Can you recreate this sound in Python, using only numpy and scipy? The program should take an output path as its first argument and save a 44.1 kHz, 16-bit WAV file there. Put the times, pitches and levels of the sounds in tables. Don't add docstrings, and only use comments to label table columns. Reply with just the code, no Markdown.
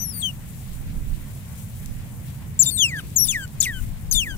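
import sys
import numpy as np
from scipy import signal
from scipy.fft import rfft, irfft
from scipy.io import wavfile
from scipy.ndimage import uniform_filter1d

SR = 44100
rng = np.random.default_rng(int(sys.argv[2]) if len(sys.argv) > 2 else 0)


def waveform_to_disk(signal):
    frames = np.transpose(np.atleast_2d(signal))
    scaled = np.clip(frames, -1, 1) * 32767
    samples = np.round(scaled).astype(np.int16)
    wavfile.write(sys.argv[1], SR, samples)


N = 192756


def from_db(db):
    return 10 ** (np.asarray(db) / 20)


def rms_one(x):
    return x / np.sqrt(np.mean(x ** 2) + 1e-20)


def at_hz(points, hz):
    freq_hz, value = np.array(points).T
    return np.interp(np.log(hz), np.log(freq_hz), value)


def bin_hz():
    return np.maximum(np.fft.rfftfreq(N, 1 / SR), 1)


def shaped(x, points):
    return irfft(rfft(x) * from_db(at_hz(points, bin_hz())), N)


def drift(rate_hz):
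    pole = np.exp(-2 * np.pi * rate_hz / SR)
    noise = rng.standard_normal(N + SR)
    return rms_one(signal.lfilter([1], [1, -2 * pole, pole ** 2], noise)[SR:])


def swells(centre_s, peak_db, fall_db_per_s, hold_s=0):
    away_s = np.maximum(abs(np.arange(N) / SR - centre_s[:, None]) - hold_s, 0)
    return from_db(peak_db[:, None] - fall_db_per_s * away_s)


def tearing():
    # middle_s, half_length_s, rasp_db
    voice_breaks = [(0.027, .025, -62), (0.134, 0.0028, -65), (0.223, 0.0068, -49), (2.605, 0.0088, -44),
                    (2.631, .008, -35), (2.652, 0.0059, -23), (2.681, 0.018, -34), (2.787, .001, -31),
                    (2.82, .028, -56), (3.16, .006, -45), (3.214, 0.028, -63), (2.968, 0.019, -44),
                    (3, 0.013, -38.5), (3.254, 0.0056, -37.5), (3.276, 0.0061, -28), (3.319, 0.0052, -34),
                    (3.33, 0.014, -43), (3.615, .002, -29), (3.624, 0.0024, -20), (3.641, 0.016, -25),
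                    (3.671, 0.0095, -35.5), (4.138, 0.006, -21.5), (4.151, 0.013, -27), (4.205, 0.013, -43)]
    middle_s, half_s, rasp_db = np.transpose(voice_breaks)
    return swells(middle_s, rasp_db, fall_db_per_s=1398, hold_s=half_s[:, None]).max(axis=0)


def torn_air(strand_db, flicker_db):
    # freq_hz, level_db
    rasp_colour = [(1800, -48), (2700, -34), (3300, -15), (4200, 6), (5200, -2), (6500, -22), (8500, 8),
                   (10000, 15), (12000, -13), (14500, -3), (16000, 4)]
    # freq_hz, width_hz, level_db
    rasp_modes = [(3610, 170, 1), (4700, 240, 3.5), (5950, 180, 5.5), (8380, 200, 5), (10450, 670, 7.5),
                  (12100, 330, 8), (14600, 410, 4), (14400, 750, -6)]
    air = rms_one(shaped(rng.standard_normal(N), rasp_colour)) * from_db(2.0 * drift(250))
    for freq_hz, width_hz, level_db in rasp_modes:
        pole = np.exp(-np.pi * width_hz / SR)
        resonator = [1, -2 * pole * np.cos(2 * np.pi * freq_hz / SR), pole ** 2]
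        ring = signal.lfilter([1, 0, -1], resonator, rng.standard_normal(N))
        air += from_db(strand_db + level_db + flicker_db * drift(57)) * rms_one(ring)
    return rms_one(air)


def call_sound(call, upper_db, tilt_db, upper_fray, chance, breaks, rasp_noise,
               flutter_db, wobble, skirt_db, patchy_db, jitter=.004):
    # freq_hz, gain_db
    throat = [(1200, -25.5), (1600, -14.5), (1900, -1), (2250, -12), (3000, -16.5), (3500, -18),
              (4500, -25), (5600, -13), (7200, 0.5), (8200, -0.5), (9800, -8.5), (11700, -2.5), (13000, -7),
              (15800, 3)]
    upper_fall_db = [10, -4.5, -9.5, -21, -30, -33]
    tail_hz, tail_lift_db = 1880, 1
    upper_glide_db = -0.8743

    t = np.arange(N) / SR
    point_s, *columns = np.transpose(call)
    on = (t >= point_s[0]) & (t < point_s[-1])
    pitch, first_db, second_db = [np.interp(t[on], point_s, c) for c in columns]
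    pitch = uniform_filter1d(pitch, size=200, mode="nearest")
    fade_in, fade_out = (t[on] - point_s[0]) / .0006, (point_s[-1] - t[on]) / .002
    fade = np.clip(np.minimum(fade_out, fade_in), 0, 1)

    loudest_db = np.maximum(first_db + at_hz(throat, pitch), second_db + at_hz(throat, 2 * pitch))
    rasp = breaks[on]
    rough = np.clip(rasp / from_db(loudest_db), 0, 1)
    glide = abs(np.gradient(np.log2(pitch))) * SR
    glide = uniform_filter1d(glide, size=400, mode="nearest")
    tail = np.clip((tail_hz - pitch) / 200, 0, 1)
    sway, fray, slow_a, slow_b, *shake = [c[on] for c in chance]
    phase = 2 * np.pi * np.cumsum(pitch * (1 + (jitter + wobble * rough ** 2) * sway)) / SR

    upper_level = second_db + upper_db + upper_glide_db * glide + tail_lift_db * tail
    levels = [first_db, second_db]
    levels += [upper_level + fall_db + tilt_db * k for k, fall_db in enumerate(upper_fall_db)]
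    sound = rasp * rasp_noise[on]
    for k, level_db in enumerate(levels, 1):
        unsteady_db = flutter_db * rough * (np.tanh(shake[k % 3]) - .4)
        skirt = 1 + from_db(skirt_db) * rough * fray * min(k - .6, 2)
        if k > 2:
            unsteady_db += patchy_db * (np.tanh(2.9 * (slow_a, slow_b)[k % 2]) - .5)
            skirt += upper_fray * fray * (k - 2) * (1 - tail) * (k * pitch < 15500)
        if k == 1:
            torn = np.clip(2.5 * rough, 0, 1) * np.clip((pitch - 3700) / 600, 0, 1)
            skirt = (1 - torn) * skirt + .7 * torn * fray
        gain = from_db(level_db + at_hz(throat, k * pitch) + unsteady_db)
        audible = k * pitch < SR / 2.2
        sound += np.sqrt(2) * gain * skirt * np.sin(k * phase) * audible
    out = np.zeros(N)
    out[on] = fade * sound
    return out


def pup(scatter_db, scatter_t60):
    # time_s, pitch_hz, first_partial_db, overtones_db
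    notes = [
        [(0.0, 5875, -17.5, -33), (0.032, 6035, -15.5, -21), (0.068, 5500, -27, -23), (0.098, 5620, -23, -23),
         (0.118, 5350, -21.5, -30), (0.134, 4830, -22, -31.5), (0.146, 4620, -17, -25.5),
         (0.17, 4580, -20, -27), (0.194, 4520, -22.5, -25.5), (0.216, 4130, -20, -24), (0.224, 3480, -10, -39),
         (0.232, 3280, -3.5, -33), (0.26, 3125, -2.5, -23.5), (0.29, 2950, -10.5, -33.5),
         (0.304, 2820, -19.5, -46), (0.312, 2760, -18, -50)],
        [(2.591, 7020, -15, -40), (2.594, 7240, -9.5, -22), (2.606, 7410, -4, -24), (2.615, 7190, -8.5, -22),
         (2.624, 6640, -5.5, -23), (2.631, 6120, -1, -21), (2.636, 5230, -12, -4.5), (2.652, 4550, -20, -32.5),
         (2.664, 3605, -4, -15), (2.682, 3583, -5, -18), (2.7, 3640, -4, -21.5), (2.707, 3860, -22, -32)],
        [(2.707, 4520, -2.5, -25), (2.74, 4370, -11.5, -20), (2.77, 4166, -20, -18), (2.776, 3700, -3.5, -27.5),
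         (2.812, 3354, 3.5, -13.5), (2.832, 3053, 4, -7.5), (2.85, 2767, 1, -11), (2.878, 2610, -16.5, -23),
         (2.892, 2440, -17.5, -18), (2.912, 2105, -28.5, -26), (2.95, 1794, -22.5, -39),
         (2.996, 1555, -14, -16.5), (3.006, 1225, -17, -33), (3.022, 1140, -57, -69)],
        [(3.1595, 7800, -15, -36), (3.165, 6900, -10, -17), (3.174, 6650, -5, -25), (3.179, 6430, -15, -15),
         (3.183, 6100, -5, -13.5), (3.194, 5654, -7.5, -11), (3.203, 5590, -5.5, -11), (3.222, 5800, -4, -12),
         (3.24, 5700, -2.5, -14.5), (3.256, 5100, -12, -11), (3.276, 4480, -12, -23), (3.286, 3584, -2, -18.5),
         (3.304, 3387, -3, -17.5), (3.314, 3160, -14, -10.5), (3.334, 2506, -15, -22), (3.35, 2020, -18.5, -21),
         (3.376, 1740, -20.5, -33), (3.405, 1616, -20, -27), (3.44, 1520, -18.5, -22),
         (3.458, 1450, -24.5, -33)],
        [(3.6025, 7150, -11, -36), (3.6045, 7100, -7.5, -24), (3.612, 6585, -4.5, -25),
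         (3.618, 5810, -1.5, -20), (3.624, 4693, -7.5, -28), (3.6285, 3990, -2, -10), (3.632, 3637, -1, -19),
         (3.645, 3176, -11.5, -18), (3.655, 2760, -9.5, -26), (3.662, 2196, -13, -24), (3.673, 1970, -20, -21),
         (3.695, 1910, -24, -26), (3.715, 1770, -26, -42), (3.739, 1584, -24.5, -20.5),
         (3.77, 1523, -24.5, -20.5), (3.801, 1470, -25, -32)],
        [(4.1115, 7060, -35, -50), (4.113, 6600, -8.5, -13), (4.122, 6270, -9.5, -27), (4.127, 6020, 0.5, -13),
         (4.132, 5240, -11, -9.5), (4.142, 4670, -22, -10), (4.15, 3550, 2, -24.5), (4.17, 3588, 0.5, -19.5),
         (4.19, 3410, 2.5, -19), (4.21, 3015, -4.5, -21), (4.234, 2640, -10, -20.5), (4.258, 2100, -31.5, -38),
         (4.282, 1747, -24, -32), (4.31, 1600, -20.5, -18.5), (4.354, 1465, -28.5, -33)],
    ]
    upper_levels = [-11, -16, -12.5, -10, -21.5, -11.5]
    upper_tilts = [6, 4, 1.5, 2.5, 1, -2]
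    upper_frays = [.03, .3, .2, .3, .35, .15]
    right_lags = [-0.0045, .00011, .00011, .0001, .00008, .00012]
    # freq_hz, left_over_right_db
    body_shadow = [(1000, 8), (2500, 1), (3300, 14), (3900, 10), (5000, 11.5), (6000, 22.5), (7000, 12),
                   (8500, 82), (12000, 20), (14500, 15), (16000, 12)]

    edge_level = drift(60)
    edge_phase = 2 * np.pi * np.cumsum(1200 + 250 * drift(20)) / SR
    beating = drift(700) + edge_level * np.sin(edge_phase)
    chance = [drift(303), beating, drift(21), drift(19), drift(205), drift(160), drift(191)]
    rasp_noise = torn_air(strand_db=-7, flicker_db=4)
    breaks = tearing()

    hz = np.fft.rfftfreq(N, 1 / SR)
    left, late_spectrum = 0, 0
    for call, upper_db, tilt_db, upper_fray, lag_s in zip(
            notes, upper_levels, upper_tilts, upper_frays, right_lags):
        sound = call_sound(call, upper_db, tilt_db, upper_fray, chance, breaks, rasp_noise,
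                           flutter_db=6, wobble=.03, skirt_db=-11, patchy_db=4)
        left = left + sound
        late_spectrum = late_spectrum + rfft(sound) * np.exp(-2j * np.pi * hz * lag_s)
    right = shaped(irfft(late_spectrum, N), [(f, -db) for f, db in body_shadow])

    echo_s = np.arange(2000) / SR
    echoes = rng.standard_normal((2, 2000)) * from_db(scatter_db - 60 * echo_s / scatter_t60)
    echoes[:, :60] = 0
    echoes[1] = signal.lfilter([.45], [1, -.55], echoes[1])
    return np.array([left, right]) + signal.fftconvolve(left[None], echoes, axes=1)[:, :N]


def stereo_noise(spectrum):
    # freq_hz, likeness
    port_likeness = [(60, 0.62), (150, 0.86), (380, 0.64), (950, 0.25), (2380, -0.07), (5980, 0.01),
                     (15000, 0.04)]
    # freq_hz, left_over_right_db
    port_tilt = [(60, 1.5), (150, -2.5), (380, -1), (950, 0), (2380, 3), (5980, 1.5), (15000, 13)]
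    hz = bin_hz()
    mid, side = rfft(rng.standard_normal((2, N))) * from_db(at_hz(spectrum, hz))
    alike = np.clip(at_hz(port_likeness, hz), -1, 1)
    lean_db = at_hz(port_tilt, hz) / 2
    signs = np.array([[1], [-1]])
    pair = np.sqrt(1 + alike) * mid + np.sqrt(1 - alike) * side * signs
    pair = irfft(pair * from_db(lean_db * signs), N)
    return pair / np.sqrt(np.mean(pair.mean(axis=0) ** 2))


def wind_on_ports():
    # time_s, peak_db, left_over_right_db
    gusts = [(0.0, -44, -16), (0.35, -49, -4), (0.579, -53, -1), (0.71, -42, -19), (0.865, -30, -11),
             (0.98, -35, -11), (1.11, -31, -19.5), (1.33, -62, 7.5), (1.9, -34, -23.5), (2.13, -51, -8),
             (2.3, -46, -21), (2.62, -48, -3), (3.06, -41, 9), (3.3, -43, 20), (3.6, -44, 12),
             (3.829, -33.5, 23), (4.156, -28.5, 18.5), (4.37, -38, 24.5)]
    # freq_hz, level_db
    wind_colour = [(10, -60), (20, 7), (40, -1), (70, -8.5), (130, -19), (250, -20), (500, -63)]
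    calm_db = -50
    time_s, peak_db, lean_db = np.transpose(gusts)
    port_gain = from_db(lean_db / 2 * [[1], [-1]])
    buffets = from_db(calm_db) + port_gain @ swells(time_s, peak_db, fall_db_per_s=140)
    return buffets * rms_one(shaped(rng.standard_normal((2, N)), wind_colour))


def drone():
    # freq_hz, level_db
    drone_colour = [(29, -75), (50, -3.5), (86, -2), (130, 0.5), (167, -5.5), (203, -8), (372, -30.5),
                    (408, -30), (600, -36), (780, -73), (1320, -120)]
    # time_s, level_db, edge_gain_db
    drone_course = [(0, -34.5, -3), (.5, -36, -0.5), (1, -35, 5), (1.5, -35, -6.5), (2, -36, -2.5),
                    (2.6, -34.5, 3), (3.1, -35.5, 2), (3.6, -36.5, 4.5), (4.0, -35, -1), (4.37, -36, 7)]
    edge_sway_db = 2.0
    time_s, *columns = np.transpose(drone_course)
    level_db, edge_db = [np.interp(np.arange(N) / SR, time_s, c) for c in columns]
    hum = stereo_noise(drone_colour)
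    edge = shaped(hum, [(210, -60), (250, 0)])
    edge_gain = from_db(edge_db + edge_sway_db * drift(3.1))
    return from_db(level_db) * (hum + (edge_gain - 1) * edge)


def patchy(x, patchy_db):
    spectrum, octave = rfft(x), np.log2(bin_hz() / 250)
    shares = [np.clip(1 - abs(octave - k), 0, 1) for k in range(7)]
    return sum(from_db(patchy_db * drift(10)) * irfft(spectrum * share, N) for share in shares)


def faint_hiss():
    # freq_hz, level_db
    hiss_colour = [(210, -6.5), (350, -6.5), (647, -6), (1070, -8), (1230, -11), (1950, -8), (2670, -10.5),
                   (5120, -16.5), (7000, -19.5), (9100, -87), (15400, -120)]
    return from_db(-53) * patchy(stereo_noise(hiss_colour), patchy_db=1.8)


def grass_rustle():
    # time_s, peak_db
    moves = [(0.0, -52), (0.23, -46.5), (0.58, -51), (0.79, -57.5), (1.21, -56.5), (1.32, -52.5),
             (1.58, -52.5), (1.8, -54.5), (2.1, -56.5), (2.29, -52.5), (2.74, -47), (3.14, -56),
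             (3.3, -42.5), (3.795, -49.5), (4.2, -40)]
    # freq_hz, level_db
    rustle_colour = [(3240, -76), (5500, -5.5), (7520, 3), (15100, -1), (16200, 16), (16500, -39)]
    still_db = -51
    stir = from_db(still_db) + swells(*np.transpose(moves), fall_db_per_s=145).max(axis=0)
    grain = from_db(1.55 * drift(8.1) + 1.6 * drift(260))
    return stir * grain * stereo_noise(rustle_colour)


def ticks(t60):
    # time_s, level_db, right_drop_db
    snaps = [(1.105, -39, 14), (1.3714, -47, 10), (1.4778, -44, 7.5), (1.549, -39, 11), (1.8598, -27, 16),
             (3.104, -36, 6.0), (3.1438, -43, 13), (3.4778, -33, 17)]
    pulse = np.zeros((2, N))
    for time_s, level_db, right_drop_db in snaps:
        pulse[:, round(time_s * SR)] = from_db(level_db + np.array([4, 6 - right_drop_db]))
    decay = from_db(-60 / (t60 * SR))
    fall = signal.lfilter([1], [1, -decay], pulse + 1e-18)
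    band = signal.butter(2, [4500, 13000], "band", fs=SR, output="sos")
    return signal.sosfilt(band, fall * rng.standard_normal((2, N)))


def scene():
    voice = pup(scatter_db=-42, scatter_t60=.06)
    background = wind_on_ports() + drone() + faint_hiss() + grass_rustle()
    return voice + background + ticks(t60=0.0073)


def record(dry):
    return signal.sosfilt(signal.cheby2(18, 90, 16400, fs=SR, output="sos"), dry)


dry = scene()
out = record(dry)
waveform_to_disk(out)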